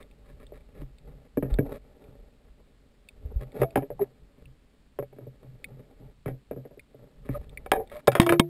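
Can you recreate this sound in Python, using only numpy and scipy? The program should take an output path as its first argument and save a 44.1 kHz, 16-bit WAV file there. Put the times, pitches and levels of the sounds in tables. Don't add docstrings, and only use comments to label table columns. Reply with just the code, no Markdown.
import sys
import numpy as np
from scipy import signal
from scipy.fft import rfft, irfft
from scipy.io import wavfile
from scipy.ndimage import uniform_filter1d

SR = 44100
rng = np.random.default_rng(int(sys.argv[2]) if len(sys.argv) > 2 else 0)


def file_out(sig):
    cols = np.atleast_2d(sig).T
    lim = np.clip(cols, -1, 1)
    pcm = np.round(lim * 32767).astype(np.int16)
    wavfile.write(sys.argv[1], SR, pcm)


N = 374409

# pitch_hz, level_db, t60_s
SHELL = [(129.8, -2, 0.22), (250.6, -22.5, 0.14), (274.6, -1.5, 0.079), (424.7, -1, 0.067),
         (474.3, 1.5, 0.045), (564.6, -0.5, 0.066), (771.4, -2, 0.047), (975, -1, 0.062),
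         (1091, 12.5, 0.028), (1257, 18, 0.015), (1690, 11.5, 0.027), (1864, 13, 0.015), (2050, 2.5, 0.025),
         (2244, 1.5, 0.048), (2505, -7.5, 0.0455), (3230, 3.5, 0.022), (3636, 0, 0.031),
         (4840, -12.5, 0.026), (5180, 0.5, 0.0076)]


def amp(db):
    return 10 ** (np.asarray(db) / 20)


def evened(x):
    return x / np.sqrt(np.mean(x ** 2) + 1e-20)


def read(points, hz):
    f, value = np.transpose(points)
    return np.interp(np.log(hz + 1), np.log(f + 1), value)


def add(mix, start_s, sound):
    part = mix[round(start_s * SR):][:len(sound)]
    part += sound[:len(part)]


def ring(modes, seconds, more_db=0, rise_turns=0.24, since=0):
    hz, db, t60 = np.transpose(modes)[:, :, None]
    t = np.arange(round(seconds * SR)) / SR
    swell = np.sin(np.pi / 2 * np.minimum(hz * t / rise_turns, 1)) ** 2
    fade = amp(db + more_db - 60 * t / t60)
    return (fade * swell * np.sin(2 * np.pi * hz * (t + since))).sum(0)


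def hiss():
    # freq_hz, density_db (per Hz)
    colour = [(59, -27.5), (100, -10), (274, -9), (441, -23), (570, -21.5), (1040, -25.5), (2120, -27),
              (4340, -29), (5900, -36.5), (7670, -71.5), (13000, -120)]
    level_db = -67
    spectrum = rfft(rng.standard_normal(N)) * amp(read(colour, np.fft.rfftfreq(N, 1 / SR)))
    return amp(level_db) * evened(irfft(spectrum, N))


def handling():
    # time_s, rubbing_db, slosh_db
    hands = [(0.0, -63, -62), (0.3, -63, -52), (0.8, -63, -54.5), (1.0, -67, -55.5), (1.15, -55.5, -65),
             (1.41, -72.5, -54.5), (1.53, -45, -34), (1.7, -60, -47), (1.82, -65, -55), (2.04, -55.5, -62),
             (2.45, -68, -56), (3.0, -67.5, -63), (3.5, -53.5, -64), (3.8, -56.5, -58), (4.15, -66, -61),
             (4.9, -73, -63), (5.501, -64.5, -57.5), (5.9, -58.5, -60), (6.15, -76.5, -57.5),
             (6.33, -85, -63), (6.67, -60.5, -67.5), (6.82, -80, -61), (7.03, -56.5, -75),
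             (7.21, -67.5, -56), (7.34, -58, -46), (7.79, -56, -51), (8.06, -61, -65)]
    # start_s, length_s, rubbing_db, grit_db
    strokes = [(0, 0.027, -54, -55.5), (0.238, 0.11, -62.5, -64.5), (0.393, 0.058, -61, -63.5),
               (0.527, 0.067, -63, -64.5), (0.732, 0.12, -53, -61.5), (1.072, 0.032, -58, -69),
               (1.246, 0.034, -62.5, -70), (1.495, 0.064, -49, -56.5), (1.639, 0.096, -41.5, -58),
               (1.715, 0.07, -39.5, -49.5), (2.573, 0.047, -57.5, -81), (3.299, 0.031, -50.5, -86),
               (3.404, 0.042, -51, -56.5), (3.538, 0.098, -37, -49.5), (4.005, 0.044, -71.5, -50.5),
               (4.376, 0.07, -60, -70.5), (5.42, .06, -60.5, -77), (5.635, 0.204, -61.5, -77),
               (5.985, 0.15, -61, -77), (7.248, 0.044, -52.5, -57.5), (7.297, 0.091, -48, -53),
               (7.427, 0.022, -62, -59.5), (7.901, 0.12, -68, -55.5)]
    # start_s, length_s, slosh_db, shell_sway_db
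    surges = [(0.0, 0.073, -47.5, -79), (0.3, 0.13, -60, -63), (0.75, 0.15, -44, -49),
              (0.95, 0.33, -50.5, -54.5), (1.34, 0.15, -43, -78), (1.52, .16, -55, -58),
              (2.03, 0.27, -54, -85), (3.1, 0.44, -45, -73), (3.35, 0.18, -65, -45.5),
              (3.58, 0.092, -55, -31.5), (3.73, 0.11, -48, -48), (3.84, 0.2, -64, -48),
              (4.18, 0.11, -53, -63.5), (4.36, 0.21, -54, -57), (4.95, 0.14, -56, -75.5),
              (5.08, 0.13, -71, -60), (5.43, 0.19, -68, -49.5), (5.62, 0.27, -66, -49),
              (5.98, .14, -67, -45.5), (6.24, .14, -47, -70.5), (6.46, .18, -51, -97.5),
              (6.6, 0.22, -62, -75), (6.95, 0.17, -65, -51), (7.12, 0.17, -56, -51.5),
              (7.22, 0.22, -42, -56), (7.69, 0.17, -45, -71), (7.9, 0.1, -47, -61)]
    # pitch_hz, level_db, t60_s
    bobbing = [(45, -3, 0.12), (64, -6, 0.044)]
    grit_db, grit_slope = -33.5, 0.64
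    sway_db = -12
    rub_upper_db = -3
    slips_per_s = 1800

    time_s, *columns = np.transpose(hands)
    rub_db, slosh_db = (np.interp(np.arange(N) / SR, time_s, c) for c in columns)
    rub, grit = amp(rub_db), amp(grit_db + grit_slope * rub_db)
    slosh, sway = amp(slosh_db), amp(slosh_db + sway_db)
    for rows, first, second, taper in (strokes, rub, grit, .4), (surges, slosh, sway, .9):
        for start_s, length_s, first_db, second_db in rows:
            swell = signal.windows.tukey(round(length_s * SR), taper)
            add(first, start_s, amp(first_db) * swell)
            add(second, start_s, amp(second_db) * swell)

    strength_db = 1.4 * np.minimum(rng.exponential(1, N), 4)
    slips = rng.standard_normal(N) * (rng.random(N) < slips_per_s / SR) * amp(strength_db)
    slips *= amp(2.5 * evened(uniform_filter1d(rng.standard_normal(N), 900)))
    water = rng.standard_normal(N)

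    gripped = np.array(SHELL) * [1, 1, .6]
    palm = gripped[1:7] + np.outer(gripped[1:7, 0] > 700, [0, rub_upper_db, 0])
    layers = [(rub, slips, palm), (grit, slips, gripped[7:17]), (sway, water, SHELL[:1]),
              (slosh, water, bobbing)]
    out = np.zeros(N)
    for level, drive, modes in layers:
        out += level * evened(signal.oaconvolve(drive, ring(modes, 0.57))[:N])
    return out


def ticks():
    # start_s, level_db, brightness_db, pitch_hz
    tick_list = [(0.0273, -48, -12, 2110), (0.1117, -51, -17, 2600), (0.467, -55.5, -3.5, 2180),
                 (0.6075, -56, -20, 2320), (0.984, -60, 0.5, 2550), (1.5403, -44, -2, 2170),
                 (2.0404, -50.5, -15, 2410), (3.0872, -34.5, -13, 2530), (3.414, -39, -20.5, 2020),
                 (3.5189, -54, -8, 2200), (3.706, -42.5, -9, 2510), (4.4552, -44.5, -19.5, 2670),
                 (5.6429, -24, -21.5, 2500), (6.7945, -35.5, -21.5, 2420), (7.4943, -51.5, -1.5, 2320),
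                 (7.5734, -28, -28, 2290), (7.874, -51, -9.5, 2300), (7.8986, -37.5, -17, 2160),
                 (7.9487, -42.5, -11, 2150), (7.9678, -41.5, -12, 2230)]
    # pitch_hz, level_db, t60_s
    tick_modes = np.array([(2290, -7, 0.03), (2540, 2, 0.018), (3430, 5, .012), (3620, 6.5, 0.0247),
                           (3890, 9, 0.0083), (4480, 4, 0.014)])
    listed_hz = 2548
    out, high = np.zeros(N), tick_modes[:, 0] > 3000
    for start_s, level_db, bright_db, hz in tick_list:
        snap = .4 * rng.standard_normal(200) * amp(-60 * np.arange(200) / SR / .003)
        snap[0] = 1
        snap /= np.linalg.norm(snap)
        modes = tick_modes * np.where(high[:, None], 1, [hz / listed_hz, 1, 1])
        rings = ring(modes, .06, np.where(high, bright_db, 0)[:, None], rise_turns=3)
        add(out, start_s, amp(level_db) * np.convolve(snap, rings))
    return out


def knocks():
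    # start_s, blow_db, thud_db, upper_db, hardness_db, chatter_t60_s
    blows = [(0.521, -30, -13, -18, -37, 0.006), (0.817, -45, 28, -24, -6, 0.039),
             (1.372, -10, 3, -13, -29, 0.048), (1.425, -10, 1.5, -22, -29.5, 0.14),
             (1.587, -6, 1.5, -32, -26, 0.035), (1.607, -18, 8.5, -24, -37, 0.12),
             (2.081, -43, 6.5, -13, -17.5, 0.1), (3.617, -6.5, -13, -2, -20.5, 0.046),
             (3.632, -12, -31, -1, -18.5, 0.049), (3.757, -5.5, -2.5, 7.5, -16.5, 0.073),
             (3.772, -11, 2.5, 9, -19, 0.084), (3.822, -18, -8, -22, -28.5, 0.11),
             (3.903, -14.5, -34, -34, -34.5, 0.073), (3.993, -20, -9, 3.5, -30, 0.17),
             (4.988, -13, -5.5, -40, -26, 0.056), (5.025, -22.5, -21, -5, -25.5, 0.036),
             (5.127, -30.5, -14, -2, -25, 0.037), (5.163, -41, 13, -23.5, -24, 0.023),
             (5.185, -30.5, -6, -12, -27, 0.011), (5.208, -37, 9.5, -29, -26, 0.24),
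             (5.267, -28, 2, -11, -42, 0.046), (5.442, -45.5, 14.5, -15, -37, 0.024),
             (6, -55, 26, -6, -26, 0.021), (6.259, -16.5, -0.5, -23.5, -21.5, 0.12),
             (6.279, -22.5, 3, -1, -16.5, 0.11), (6.283, -21.5, 0, -29, -43, 0.19),
             (6.511, -17, -6.5, -13, -26, 0.091), (6.562, -26.5, 3.5, -27, -31, 0.18),
             (6.652, -26.5, -5.5, -28, -31, 0.071), (6.709, -35.5, -6, -18, -30, 0.16),
             (6.773, -35, -5.5, -24, -42, 0.055), (6.945, -34, -3.5, -21, -46, 0.037),
             (7.29, -17, 4, -14, -25, 0.021), (7.661, -25.5, -38, 3, -13.5, 0.02),
             (7.717, -3.5, -39, 7.5, -10.5, 0.01), (7.734, -7, -30, 7, -18.5, 0.14),
             (7.797, -19, -40, 6.5, -30, 0.13), (7.916, -29, -35, -25, -12.5, 0.15),
             (8.073, -30.5, -23, -22, 7.5, 0.047), (8.078, 0.5, -6, -6, -17.5, 0.054),
             (8.118, -22.5, 5, 8, -5, 0.082), (8.152, -9, -17, -4, -8.5, 0.09),
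             (8.2, -13, -15, -20, 0, 0.013), (8.216, -25, 8, 17, 2, 0.1),
             (8.264, -13, -7.5, -6, -8.5, 0.052), (8.292, -8.5, 3, -4, -7.5, 0.086),
             (8.323, -4.5, -42, -5, -13, 0.081), (8.396, -12, -32, 0, 1, 0.0096)]
    middle_offset_db, middle_slope, edge_offset_db, edge_slope = -4.5, 0.92, 2, 1.63
    crack_db, crack_slope, valley_db, valley_slope = -1.5, 1.4, -1, 1.3
    crack_t60_s, crack_band_hz = 0.02, (900, 2600)
    spot_spread_db, detune_spread = 2, .015

    out, t, hz = np.zeros(N), np.arange(6000) / SR, np.transpose(SHELL)[0]
    crack_filter = signal.butter(2, crack_band_hz, "band", fs=SR)
    for start_s, blow_db, thud_db, upper_db, hard_db, chatter_t60_s in blows:
        middle_db = middle_offset_db + middle_slope * hard_db
        edge_db = edge_offset_db + edge_slope * hard_db
        spot_db, detune = rng.standard_normal((2, len(hz))) * [[spot_spread_db], [detune_spread]]
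        modes = np.array(SHELL)
        modes[:, 0] *= 1 + detune

        strength, chance = rng.standard_normal((2, len(t)))
        hits = strength * (chance > 1.9) * amp(-60 * t / chatter_t60_s)
        hits[0] = -3.2
        hits /= np.linalg.norm(hits)

        # (Hz, dB)
        place = [(240, thud_db), (400, 0), (580, 0.0017), (780, upper_db),
                 (1030, valley_db + valley_slope * hard_db), (1200, middle_db), (1700, middle_db),
                 (2300, hard_db), (2600, hard_db), (3200, edge_db)]
        shell = ring(modes, 0.43, (read(place, hz) + spot_db - 9.0)[:, None], rise_turns=1.27)
        crack = evened(signal.lfilter(*crack_filter, rng.standard_normal(len(t))))
        add(shell, 0, crack * amp(crack_db + crack_slope * hard_db - 60 * t / crack_t60_s))
        add(out, start_s, amp(blow_db) * signal.fftconvolve(hits, shell))
    return out


def thumps():
    # start_s, level_db, pitch_hz, t60_s
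    thump_list = [(1.515, -12.5, 42.3, 0.22), (1.531, -25, 44, 0.087), (3.25, -17, 65, 0.065),
                  (3.357, -8, 51, 0.085), (3.62, -31, 48.9, 0.18), (7.389, -27, 49, 0.092),
                  (8.198, 19, 190, 0.0098), (8.398, 12.5, 232, 0.0099)]
    out = np.zeros(N)
    for start_s, level_db, hz, t60_s in thump_list:
        add(out, start_s, -ring([(hz, level_db, t60_s)], 0.22, rise_turns=0.65))
    return out


def handle():
    # start_s, low_mode_db, main_mode_db, high_mode_db
    handle_blows = [(3.645, -55, -45, -26.5), (8.163, -40, -35, -26), (8.201, -49, -11, -24.5),
                    (8.263, -28, -16, -19), (8.299, -27, -12.5, -22.5), (8.325, -16.5, -20, -42),
                    (8.402, -16.5, -22, -29.5)]
    # pitch_hz, level_db, t60_s
    handle_modes = [(153, -15, .4), (343, -4.5, 0.29), (666, -2.5, 0.16)]
    out = np.zeros(N)
    for start_s, *mode_db in handle_blows:
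        add(out, start_s, ring(handle_modes, .5, np.array(mode_db)[:, None], rise_turns=1.2, since=start_s))
    return out


def squeaks():
    # start_s, length_s, pitch_hz, level_db
    squeak_list = [(3.997, .05, 402, -18), (7.338, .05, 584, -31), (7.34, .025, 1240, -38),
                   (7.742, .095, 441, -27), (7.925, .085, 601, -37)]
    out = np.zeros(N)
    for start_s, length_s, hz, level_db in squeak_list:
        t = np.arange(round(length_s * SR)) / SR
        wander = evened(np.convolve(rng.standard_normal(9000), np.hanning(200), "same"))
        grip = amp(2 * wander[:len(t)])
        tone = np.sin(2 * np.pi * hz * t)
        add(out, start_s, amp(level_db) * grip * np.hanning(len(t)) * tone)
    return out


def scene():
    return (hiss() + handling() + ticks() + knocks() + thumps() + handle() + squeaks())[None]


def record(dry):
    # freq_hz, level_db
    treble = [(14600, 0.5), (15400, -6), (16500, -22)]
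    hold_hz, edge_hz = 12000, 16600
    hz = np.fft.rfftfreq(N, 1 / SR)
    x = np.clip(dry, -.64, .64)
    before = signal.firwin(255, hold_hz / 2, window=("kaiser", 7), fs=SR)
    x = signal.oaconvolve(x, before[None], "same")
    x = x * (1 + 2 * np.cos(2 * np.pi * hold_hz * np.arange(N) / SR))
    held = np.sinc(hz / hold_hz)
    x = irfft(rfft(x) * held * amp(read(treble, hz)), N)
    after = signal.firwin(255, edge_hz, window=("kaiser", 9), fs=SR)
    return signal.oaconvolve(x, after[None], "same")


dry = scene()
out = record(dry)
file_out(out)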